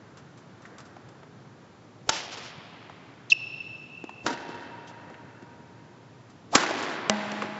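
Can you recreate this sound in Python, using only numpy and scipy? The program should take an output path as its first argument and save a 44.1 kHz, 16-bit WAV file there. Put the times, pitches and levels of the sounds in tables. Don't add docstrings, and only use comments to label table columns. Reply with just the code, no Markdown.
import sys
import numpy as np
from scipy import signal
from scipy.fft import rfft, irfft, next_fast_len
from scipy.io import wavfile

SR = 44100
rng = np.random.default_rng(int(sys.argv[2]) if len(sys.argv) > 2 else 0)


def inscribe(sig):
    pcm = np.round(np.clip(np.atleast_2d(sig).T, -1, 1) * 32767)
    wavfile.write(sys.argv[1], SR, pcm.astype(np.int16))


N = 334895
SHORT = np.arange(2 ** 14) / SR


# (time [s], crack level [dB], crack decay [s], string pitch [Hz], ping level [dB],
# ping towards the walls [dB], swish level [dB], top swish pitch [Hz], reverb send [dB])
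STROKES = [(2.0931, -18, 0.0046, 892, -22, -48, -42, 639, -5.5),
           (4.2644, -23, 0.0049, 945, -22, -23.5, -39.5, 598, -3),
           (6.5531, -10, 0.0065, 1045, -25.5, -26, -24.5, 1320, -3.5)]
# (frequency [Hz], relative level [dB])
CRACK_COLOURS = [
    [(30, -2), (120, -7.5), (400, 1.5), (1000, 2), (2000, 0), (3200, 2), (4000, -1), (5400, 2.5),
     (7500, -3.5)],
    [(30, -27), (120, -7.5), (300, 3.5), (700, -2), (1200, -3), (1600, 0), (2400, -10.5), (5000, -11.5),
     (7500, -14.5)],
    [(30, -40), (120, -11), (310, 5.5), (500, -3), (750, -2), (1000, -2.5), (1450, -1), (2600, -7.5),
     (4000, -11), (7500, -8.5)],
]
# (pitch ratio [x], relative level [dB], t60 [s])
STRING_MODES = [(1, -7, .32), (1.025, -9, 0.19), (1.529, -19.5, 0.18), (1.63, -13, 0.14),
                (1.96, -16.5, 0.23), (3.25, -17.5, .12)]
# (first echo delay [s], its level [dB], its spread [s], far wall level [dB])
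PLAYER_SPOTS = [(0.045, -9, 0.017, -17), (.015, -4.5, 0.0066, -21), (.027, -12, 0.0064, -22.5)]

def strokes(swing_s=.05, touch_s=.0021, touch_db=-14, touch_decay=.00031, swing_out_db=-5):
    near, send = np.zeros((2, N))
    for row, colour, spot in zip(STROKES, CRACK_COLOURS, PLAYER_SPOTS):
        s, db, decay, string_hz, string_db, string_out_db, swish_db, swish_hz, send_db = row
        swing = from_db(swish_db) * swish(swing_s, swish_hz)
        ping = ring([(ratio * string_hz, level, t60) for ratio, level, t60 in STRING_MODES], SHORT)
        add(near, s - swing_s, swing)
        add(near, s - touch_s, crack(colour, db + touch_db, touch_decay))
        add(near, s, crack(colour, db, decay) + from_db(string_db) * ping)
        thin_crack = band(radiated(colour, db), 230, 18000, order=1)
        outward = np.zeros(len(SHORT))
        add(outward, 0, from_db(swing_out_db) * swing)
        add(outward, swing_s, thin_crack + from_db(string_out_db) * ping)
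        add(near, s - swing_s, slapback(outward, *spot))
        add(send, s - swing_s, from_db(send_db) * outward)
    return near, send


def crack(colour, db, decay, snap=.2, bounce=.19, bounce_s=.0011):
    hit = energy_one(dying_noise(decay))
    hit[0] += snap
    add(hit, bounce_s, np.array([-bounce]))
    return burst(coloured(hit, colour), db)


def radiated(colour, db):
    return burst(coloured(signal.unit_impulse(len(SHORT)), colour), db)


def swish(length_s, top_hz, start_ratio=.31, rise_db=48, hiss_db=-5, hiss_rise_db=17):
    speed = np.linspace(0, 1, int(length_s * SR))
    noise = rng.standard_normal((2, len(SHORT)))
    hz = top_hz * (start_ratio + (1 - start_ratio) * speed ** 2)
    phase = 2 * np.pi * np.cumsum(hz) / SR
    wander = rms_one(band(noise[0], 20, 250))[-len(speed):]
    fade_in_db = rise_db * np.interp(speed, [0, .42, .6, 1], [-1, -.45, -.05, 0])
    tone = np.sqrt(2) * np.sin(phase + .93 * wander) * from_db(fade_in_db)
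    hiss = rms_one(band(noise[1], 900, 9000, order=1))[-len(speed):]
    hiss_gain = speed * from_db(hiss_db - hiss_rise_db * (1 - speed))
    return (tone + hiss * hiss_gain) * signal.windows.tukey(len(speed), .1)


def ring(modes, t):
    partials = sum(from_db(db - 60 * t / t60) * np.sin(2 * np.pi * hz * t) for hz, db, t60 in modes)
    return band(partials, 120, 12000)


# (frequency [Hz], relative level [dB])
KNOCK_COLOUR = [(59, -65), (100, -12.5), (651, 1.5), (1570, 2.5), (1950, 1.5), (3470, -4.5), (5550, -8.5),
                (6760, -10.5), (7400, -5), (9620, -51), (16300, -120)]
# (frequency [Hz], level [dB], t60 [s])
KNOCK_MODES = [(211.8, -28, 0.59), (208.5, -33, 3.7), (376, -35, 0.17), (642, -23.5, 0.22), (632, -43, 15),
               (805.5, -29.5, 0.31), (838, -40, 3.5), (940, -38, 0.64), (1040, -43, 0.36), (1270, -54, .7),
               (1550, -37.5, 0.39), (1986, -31.5, 0.25)]

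def knock(s=7.097, db=-17.5, click_send_db=-7, ring_send_db=-16):
    near, send = np.zeros((2, N))
    body = ring(KNOCK_MODES, np.arange(SR) / SR)
    click = radiated(KNOCK_COLOUR, db)
    add(near, s, body)
    add(near, s, crack(KNOCK_COLOUR, db, decay=.0022))
    for delay, tail_db in [(0, -11.9), (.24, -17.1)]:
        add(near, s + delay, scattered(click, tail_db, spread=.4, dull_hz=6000))
    add(send, s, from_db(ring_send_db) * body)
    add(send, s, from_db(click_send_db) * click)
    return near, send


def shoes(skid_s=3.2995, chirp_s=4.868, steps_send_db=-7, skid_send_db=-12, overtone_send_db=-7):
    near = footsteps()
    add(near, chirp_s, chirp())
    send = from_db(steps_send_db) * near
    sole = skid()
    add(near, skid_s, sole)
    add(near, skid_s, reflections(sole, [(.016, -25, .005)], dull_hz=8000))
    overtone = band(sole, 5150, 5600)
    add(send, skid_s, from_db(skid_send_db) * sole + from_db(overtone_send_db) * overtone)
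    return near, send


def skid(slide_s=.0233, slide_hz=4400, slide_db=-28, grip_hz=2634, grip_db=-4.5, rise_hz=190):
    slide_attack_s, grip_attack_s, release_s = .002, .0039, .0108
    t = SHORT - slide_s
    speed = np.clip(-t / slide_s, 0, 1)
    stopping = np.clip(t / release_s, 0, 1)
    grip = swell(t, grip_attack_s, release_s)
    sliding = np.minimum(SHORT / slide_attack_s, 1) * (1 - grip) * (t < 0)
    hz = grip_hz + (slide_hz - grip_hz) * speed + rise_hz * stopping ** 2
    rasping, singing = from_db(slide_db) * sliding, from_db(grip_db) * grip
    loose = rasping / (rasping + singing + 1e-12)
    overtone_db = -26 + 12 * loose + 17 * stopping
    return (rasping + singing) * squeak(hz, overtone_db, rough=.6 * loose)


def chirp(start_hz=2990, rise_hz_per_s=15500, db=-53, attack_s=.0082, release_s=.045):
    envelope = from_db(db) * swell(SHORT - attack_s, attack_s, release_s)
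    hz = start_hz + rise_hz_per_s * SHORT
    return envelope * squeak(hz, overtone_db=-7, rough=1, half_order_db=-10, rasp_db=-1)


def squeak(hz, overtone_db, rough, half_order_db=-2, rasp_db=-4, friction_db=-32, wander=.07):
    noise = rng.standard_normal((2, len(hz)))
    jitter = wander * rough * rms_one(band(noise[0], 80, 600))
    phase = 2 * np.pi * np.cumsum(hz * (1 + jitter)) / SR
    tone = np.sin(phase) + from_db(overtone_db) * np.sin(2 * phase)
    rasp = rms_one(band(noise[1], 2500, 6700, order=3))
    grit = from_db(half_order_db) * np.sin(1.5 * phase) + from_db(rasp_db) * rasp
    return tone + rough * grit + from_db(friction_db) * rasp


# (time [s], level [dB], thud pitch [Hz], decay
# [s])
THUDS = [(.653, -46, 1680, 0.0054), (.966, -46, 740, .004), (1.232, -49.5, 696, .003),
         (2.577, -42.5, 145.9, 0.01), (2.897, -43.5, 700, .0035), (4.040, -34.5, 345, 0.0032),
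         (4.093, -39.5, 990, 0.0033), (4.306, -30.5, 279, 0.022), (4.49, -37, 302, .012),
         (5.10, -44.5, 405, 0.016), (5.142, -49, 1920, .006), (5.424, -43, 250, .006),
         (6.635, -25, 1040, .008), (6.7076, -26.5, 644, 0.0055), (7.421, -28, 1120, .0035),
         (7.425, -30.5, 326, 0.019)]
# (time [s], level [dB], decay [s])
SCUFFS = [(.171, -52, 0.022), (.375, -56.5, .022), (.783, -50.5, 0.0096), (.803, -52, 0.01),
          (1.088, -59, .009), (6.30, -59.5, .016), (6.827, -40, .0023), (7.318, -41.5, .002)]

def footsteps():
    out = np.zeros(N)
    for s, db, hz, decay in THUDS:
        add(out, s, contact(db, hz, decay, scuff_db=db - 19.5, scuff_decay=.005))
    for s, db, decay in list(SCUFFS) + shuffle():
        add(out, s, contact(db + 2, thud_hz=1200, thud_decay=decay, scuff_db=db, scuff_decay=decay))
    return out


def contact(thud_db, thud_hz, thud_decay, scuff_db, scuff_decay, width=1.21):
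    thud = band(dying_noise(thud_decay), thud_hz / width, thud_hz * width, order=1)
    scuff = band(dying_noise(scuff_decay), 2200, 8500)
    return burst(band(thud, 100, 2900), thud_db) + burst(scuff, scuff_db)


def shuffle(count=4, from_s=.55, to_s=.92, db=-59, decay=.02):
    lateness, accent = rng.random((count, 2)).T
    times = from_s + (to_s - from_s) * (np.arange(count) + lateness) / count
    return [(s, level, decay) for s, level in zip(times, db + 2 * accent)]


# (delay [s], relative level [dB], spread [s])
FAR_WALLS = [(.155, -4.5, .011), (.24, -0.5, 0.0094), (.289, -4, .007), (.36, -2.5, 0.027)]

def slapback(x, first_s, near_db, spread, far_db, gap_s=.027, loss_db=2.5):
    early = [(first_s + k * gap_s, near_db - k * loss_db, spread) for k in range(3)]
    late = [(delay, far_db + db, width) for delay, db, width in FAR_WALLS]
    return reflections(x, early + late, dull_hz=6960)


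def reflections(x, echoes, dull_hz):
    out = np.zeros(2 * SR)
    for delay, db, spread in echoes:
        reach = min(4 * spread, delay)
        add(out, delay - reach, scattered(x, db, spread, dull_hz, reach))
    return out


def scattered(x, db, spread, dull_hz, reach=np.inf):
    dull = signal.sosfilt(signal.butter(2, dull_hz, fs=SR, output="sos"), x + 1e-18)
    t = SHORT - SHORT.mean()
    smear = rng.standard_normal(len(t)) * np.exp(-(t / spread / 2) ** 2)
    echo = signal.fftconvolve(dull, smear[np.abs(t) < reach])
    return from_db(db) * np.linalg.norm(x) * energy_one(echo)


# (frequency [Hz], t60 [s])
HALL_T60 = [(100, 8.5), (400, 4), (1000, 5), (2000, 5), (2800, 3), (4000, 2.5), (5500, 1.5), (7500, 1.0)]
# (frequency [Hz], level [dB])
HALL_COLOUR = [(100, 0.5), (300, -1), (600, 0.5), (1000, -0.5), (1800, -1.5), (2800, 0.5), (4500, -0.5),
               (7500, -7.5)]

def hall(send, build_s=.033):
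    t = np.arange(3 * SR) / SR
    clump_db = 3 * np.exp(-t) * rms_one(band(rng.standard_normal(len(t)), 25, 250))
    spectrum = rfft(rms_one(rng.standard_normal(len(t)) * from_db(clump_db)))
    hz = np.arange(len(spectrum)) * SR / len(t)
    centres = np.geomspace(100, 8000, 14)
    tail = 0
    for centre, solo in zip(centres, np.eye(len(centres))):
        band_gain = at_hz(np.c_[centres, solo], hz) * from_db(at_hz(HALL_COLOUR, centre))
        fade = from_db(-60 * t / at_hz(HALL_T60, centre))
        tail = tail + irfft(spectrum * band_gain, len(t)) * fade
    bloom = 1 - np.exp(-t / build_s)
    return signal.fftconvolve(band(send, 90, 12000), 2 * tail * bloom / np.sqrt(SR))[:N]


# (peak time [s], level [dB])
WASHES = [(0, -56), (.72, -53.5)]
# (frequency [Hz], relative level [dB])
WASH_COLOUR = [(100, -15.5), (300, 2.5), (900, -4.5), (1600, -2), (3000, -25.5), (7000, -31)]

def roof_wash(rise_db_per_s=42, fall_db_per_s=12):
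    wash = rms_one(coloured(rng.standard_normal(N), WASH_COLOUR))
    t = np.arange(N) / SR
    swells = [from_db(db + np.minimum(rise_db_per_s * (t - s), fall_db_per_s * (s - t)))
              for s, db in WASHES]
    return wash * np.linalg.norm(swells, axis=0)


# (frequency [Hz], relative level [dB])
VENT_COLOUR = [(15, -76.5), (25, -47.5), (70, -20), (90, -9.5), (112, -0.5), (223, -7.5), (297, -7.5),
               (377, -10.5), (415, -11.5), (566, -15), (978, -18), (1330, -20.5), (1470, -22.5),
               (1570, -24.5), (7400, -36), (9620, -64.5), (16300, -120)]

def ventilation(db=-51):
    return from_db(db) * rms_one(coloured(rng.standard_normal(N), VENT_COLOUR))


def from_db(db):
    return 10 ** (np.asarray(db) / 20)


def rms_one(x):
    return x / np.sqrt(np.mean(x ** 2) + 1e-20)


def energy_one(x):
    return x / np.sqrt(np.sum(x ** 2) + 1e-20)


def burst(x, db):
    return from_db(db) * energy_one(x) * np.sqrt(SR / 100)


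def dying_noise(decay):
    return rng.standard_normal(len(SHORT)) * (np.exp(-SHORT / decay) + 1e-12)


def swell(t, attack, release):
    return np.clip(np.minimum(1 + t / attack, 1 - t / release), 0, 1)


def at_hz(points, hz):
    f, value = np.transpose(points)
    return np.interp(np.log(np.maximum(hz, 1)), np.log(f), value)


def coloured(x, curve):
    size = 2 * next_fast_len(len(x) // 2 + 1)
    hz = np.arange(size // 2 + 1) * SR / size
    gain = from_db(at_hz(curve, hz)) / (1 + (hz / 9000) ** 8)
    cepstrum = irfft(np.log(gain))
    cepstrum[1:size // 2] *= 2
    cepstrum[size // 2 + 1:] = 0
    return irfft(rfft(x, size) * np.exp(rfft(cepstrum)))[:len(x)]


def band(x, low_hz, high_hz, order=2):
    return signal.sosfilt(signal.butter(order, [low_hz, high_hz], "band", fs=SR, output="sos"), x)


def add(out, s, x):
    i = int(round(s * SR))
    out[i:i + len(x)] += x[:len(out) - i]


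def scene():
    near, send = np.sum([strokes(), knock(), shoes()], axis=0)
    return (near + hall(send) + roof_wash() + ventilation())[None]


def record(dry, ceiling=.8, low_cut_hz=35, high_cut_hz=7720):
    low_pass = signal.firwin(601, high_cut_hz, fs=SR, window=("kaiser", 7))[None]
    dulled = signal.fftconvolve(dry, low_pass, mode="same", axes=1)
    rounded = dulled / (1 + (dulled / ceiling) ** 8) ** (1 / 8)
    thinned = signal.sosfilt(signal.butter(1, low_cut_hz, "high", fs=SR, output="sos"), rounded)
    return signal.fftconvolve(thinned, low_pass, mode="same", axes=1)


dry = scene()
out = record(dry)
inscribe(out)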